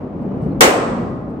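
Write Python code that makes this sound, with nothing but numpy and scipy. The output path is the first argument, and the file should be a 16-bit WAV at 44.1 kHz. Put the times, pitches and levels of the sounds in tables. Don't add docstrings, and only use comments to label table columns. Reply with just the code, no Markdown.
import sys
import numpy as np
from scipy import signal
from scipy.fft import rfft, irfft, next_fast_len
from scipy.io import wavfile

SR = 44100
rng = np.random.default_rng(int(sys.argv[2]) if len(sys.argv) > 2 else 0)


def log_audio(samples):
    frames = np.atleast_2d(samples).T
    limited = np.clip(frames, -1, 1)
    pcm = np.round(limited * 32767).astype(np.int16)
    wavfile.write(sys.argv[1], SR, pcm)


N = 61739
BLOW_S = 0.6075

# f/Hz, relative level/dB
CLANG_COLOUR = [(100, -39), (400, -8.5), (900, -4), (2000, -3), (3000, -9), (4200, -13.5), (7000, -11),
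                (9500, -17.5), (11500, -25.5), (15500, -22.5)]
# f/Hz, t60/s
CLANG_DECAY = [(300, 0.65), (2000, 0.33), (7000, 0.25), (15000, 0.28)]
# f/Hz, left-right correlation
CLANG_IMAGE = [(200, 0.22), (640, 0.0021), (1400, -0.6), (3100, -0.3), (12000, 0.039)]
# f/Hz, relative level/dB
BOOM_COLOUR = [(60, -40.5), (150, -22), (240, -0.5), (330, -9), (460, 1.5), (620, -9), (700, -11),
               (850, -8), (1300, -17.5), (3000, -24.5), (9000, -58)]
# delay/s, level/dB, t60/s
SLAPBACKS = [(.057, -14, .25), (0.214, -20, 0.2)]
# f/Hz, level/dB, t60/s
STEEL_MODES = [(257, -14.5, 0.66), (296, -21, 0.18), (339.6, -20, 1.3), (402, -20.5, 0.42),
               (458.8, -9, .55), (537.6, -13, 0.81), (554, -16, 0.39), (620, -20.5, 0.31), (752, -14.5, 1),
               (871.5, -16, 0.5), (1062, -23, 1.6), (1218, -34, 3), (1948, -30.5, 1.3), (2953, -20.5, 0.52),
               (8000, -27, .6)]
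# f/Hz, relative level/dB
TAIL_COLOUR = [(80, -29.5), (250, -5), (550, 1.5), (850, -6.5), (1250, -7), (1500, -12), (2300, -13),
               (3800, -23.5), (6000, -24), (7500, -24.5), (7750, -18), (8000, -21.5), (10500, -31),
               (13500, -42.5), (15500, -55)]
# f/Hz, t60/s
TAIL_DECAY = [(200, 1.4), (600, 1.16), (1200, 1.35), (2200, 0.82), (4000, 0.82), (8000, 0.64),
              (14000, 0.32)]
# f/Hz, left-right correlation
FAR_IMAGE = [(60, .96), (130, 0.97), (290, 0.91), (640, 0.64), (1400, 0.022), (3100, 0.15), (12000, 0.078)]
# f/Hz, left minus right level/dB
BLOW_PAN = [(200, 1.5), (1200, -0.5), (2200, -1), (4500, 1.5), (8000, 1.5), (13000, 2.5)]
# t/s, relative rumble level/dB, relative clatter level/dB
ENGINE_LEVELS = [(0, -30.5, -35.5), (.11, -32, -38), (.21, -25, -36.5), (.34, -25, -35), (.48, -21, -34),
                 (.6, -24, -36), (.7, -28.5, -34), (.85, -25, -36), (.97, -23.5, -34), (1.1, -23.5, -36),
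                 (1.25, -29, -38.5), (1.4, -29, -37.5)]
# f/Hz, relative level/dB
RUMBLE_COLOUR = [(20, -35), (35, -23.5), (57, 0.5), (75, -5), (110, -0.5), (170, 3), (250, 4.5),
                 (330, -6.5), (450, -9), (900, -72.5)]
# f/Hz, relative level/dB
CLATTER_COLOUR = [(150, -33), (300, 0), (410, -2.5), (600, -3.5), (900, -12.5), (1200, -17), (1600, -27.5),
                  (2400, -34), (3600, -46), (6000, -55), (9000, -65), (11000, -65.5), (15500, -61)]
# t/s, level/dB, t60/s
SCUFF_CUES = [(.212, -65.5, .15), (.413, -60, 0.35), (1.288, -64, 0.16)]
# f/Hz, relative level/dB
SCUFF_COLOUR = [(2000, -10), (4500, 1.5), (6500, -9), (8300, 0), (9800, -3.5), (11000, -15.5),
                (15000, -21.5)]
# t/s, length/s, f/Hz, level/dB
SQUEAK_CUES = [(.26, 0.29, 2950, -69.5), (0.5, 0.06, 4180, -70)]


def lock_box():
    crack_hz, width_octaves = 7240, 1
    clang = amp(-0.5) * damped(noise(CLANG_COLOUR, CLANG_IMAGE), CLANG_DECAY)
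    sizzle = bell_noise(lambda hz: np.log2((hz + 1) / crack_hz) / width_octaves)
    crack = amp(-3) * sizzle * fall(since(BLOW_S), t60=0.022)
    return rise(BLOW_S, rise_s=0.0005) * (clang + crack)


def door_boom():
    build_s = 0.024
    direct = amp(0.5) * pulse(BLOW_S, build_s, t60=0.14)
    slaps = sum(amp(db) * pulse(BLOW_S + delay, build_s, t60) for delay, db, t60 in SLAPBACKS)
    return direct * noise(BOOM_COLOUR, FAR_IMAGE) + slaps * noise(BOOM_COLOUR, FAR_IMAGE)


def steel_ring():
    wide_hz = 680
    t = since(BLOW_S)
    ring = np.zeros((2, N))
    for hz, db, t60 in STEEL_MODES:
        spread = min(hz / wide_hz, 1) * np.pi / 4 * rng.choice([-1, 1])
        phase = rng.uniform(0, 2 * np.pi) + np.array([[spread], [-spread]])
        ring += amp(db) * fall(t, t60) * np.sin(2 * np.pi * hz * t + phase)
    return ring * rise(BLOW_S, rise_s=0.0029)


def wall_tail():
    tail = damped(noise(TAIL_COLOUR, FAR_IMAGE), TAIL_DECAY)
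    return amp(-7.5) * tail * rise(BLOW_S, rise_s=0.018)


def engine():
    firing_hz, throb_depth = 33.1, 0.1
    t = since(0)
    times, rumble_db, clatter_db = np.transpose(ENGINE_LEVELS)
    throb = 1 + throb_depth * np.sin(2 * np.pi * (firing_hz * t + rng.random()))
    rumble = amp(1.5 + np.interp(t, times, rumble_db)) * noise(RUMBLE_COLOUR, FAR_IMAGE)
    clatter = amp(4.5 + np.interp(t, times, clatter_db)) * noise(CLATTER_COLOUR, FAR_IMAGE)
    return throb * (rumble + clatter)


def scuffs():
    envelope = sum(amp(db) * pulse(start, rise_s=0.0074, t60=t60) for start, db, t60 in SCUFF_CUES)
    return envelope * noise(SCUFF_COLOUR, FAR_IMAGE)


def squeaks():
    width_hz = 35
    out = np.zeros((2, N))
    for start, length, centre_hz, db in SQUEAK_CUES:
        tone = bell_noise(lambda hz: (hz - centre_hz) / width_hz)
        progress = np.minimum(since(start) / length, 1)
        out += amp(db) * tone * np.sqrt(np.abs(np.sin(np.pi * progress)))
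    return out


def amp(db):
    return 10 ** (np.asarray(db) / 20)


def unit(x):
    return x / np.sqrt(np.mean(x ** 2) + 1e-20)


def along(points, hz):
    freqs, values = np.transpose(points)
    return np.interp(np.log(hz + 1), np.log(freqs + 1), values)


def eq(x, response):
    size = next_fast_len(N + SR // 4)
    gain = response(np.fft.rfftfreq(size, 1 / SR))
    return irfft(rfft(x, size) * gain, size)[..., :N]


def noise(colour, image):
    def mid_side_gains(hz):
        angle = np.arccos(np.clip(along(image, hz), -1, 1)) / 2
        return amp(along(colour, hz)) * [np.cos(angle), np.sin(angle)]
    mid, side = eq(rng.standard_normal((2, N)), mid_side_gains)
    return unit(np.array([mid + side, mid - side]))


def bell_noise(offset):
    white = rng.standard_normal((2, N))
    return unit(eq(white, lambda hz: np.exp(-.5 * offset(hz) ** 2)))


def since(start):
    return np.maximum(np.arange(N) / SR - start, 0)


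def rise(start, rise_s):
    return 1 - np.exp(-since(start) / rise_s)


def fall(t, t60):
    return amp(-60 * t / t60)


def pulse(start, rise_s, t60):
    return rise(start, rise_s) * fall(since(start), t60)


def damped(x, decay):
    hz, t, bands = signal.stft(x, SR, nperseg=256)
    bands = bands * fall(np.maximum(t - BLOW_S, 0), along(decay, hz)[:, None])
    return signal.istft(bands, SR, nperseg=256)[1][:, :N]


def scene():
    sides = np.array([[.5], [-.5]])
    blow = lock_box() + door_boom() + steel_ring() + wall_tail()
    blow = eq(blow, lambda hz: amp(along(BLOW_PAN, hz) * sides))
    bed = engine() * amp(0.9 * sides)
    return blow + bed + scuffs() + squeaks()


def record(dry):
    threshold_db, duck_share, attack_s, release_s = -14, 0.3, 0.04, 0.2
    hardness, fade_s = 7, 0.004
    top_hz, edge_hz = 15750, 110
    t = since(0)
    step = 1 - np.exp(-1 / (attack_s * SR))
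    smooth = lambda x: signal.lfilter([step], [1, step - 1], x)
    power = smooth(np.mean(dry ** 2, axis=0))
    over_db = np.maximum(10 * np.log10(power + 1e-12) - threshold_db, 0)
    release = np.exp(-t / release_s)
    held_db = np.maximum.accumulate(over_db / release) * release
    ducked = dry * amp(-duck_share * smooth(held_db))
    clipped = ducked / (1 + np.abs(ducked) ** hardness) ** (1 / hardness)
    soft_ends = np.minimum(np.minimum(t, t[::-1]) / fade_s, 1)
    return eq(clipped * soft_ends, lambda hz: .5 - .5 * np.tanh((hz - top_hz) / edge_hz))


dry = scene()
out = record(dry)
log_audio(out)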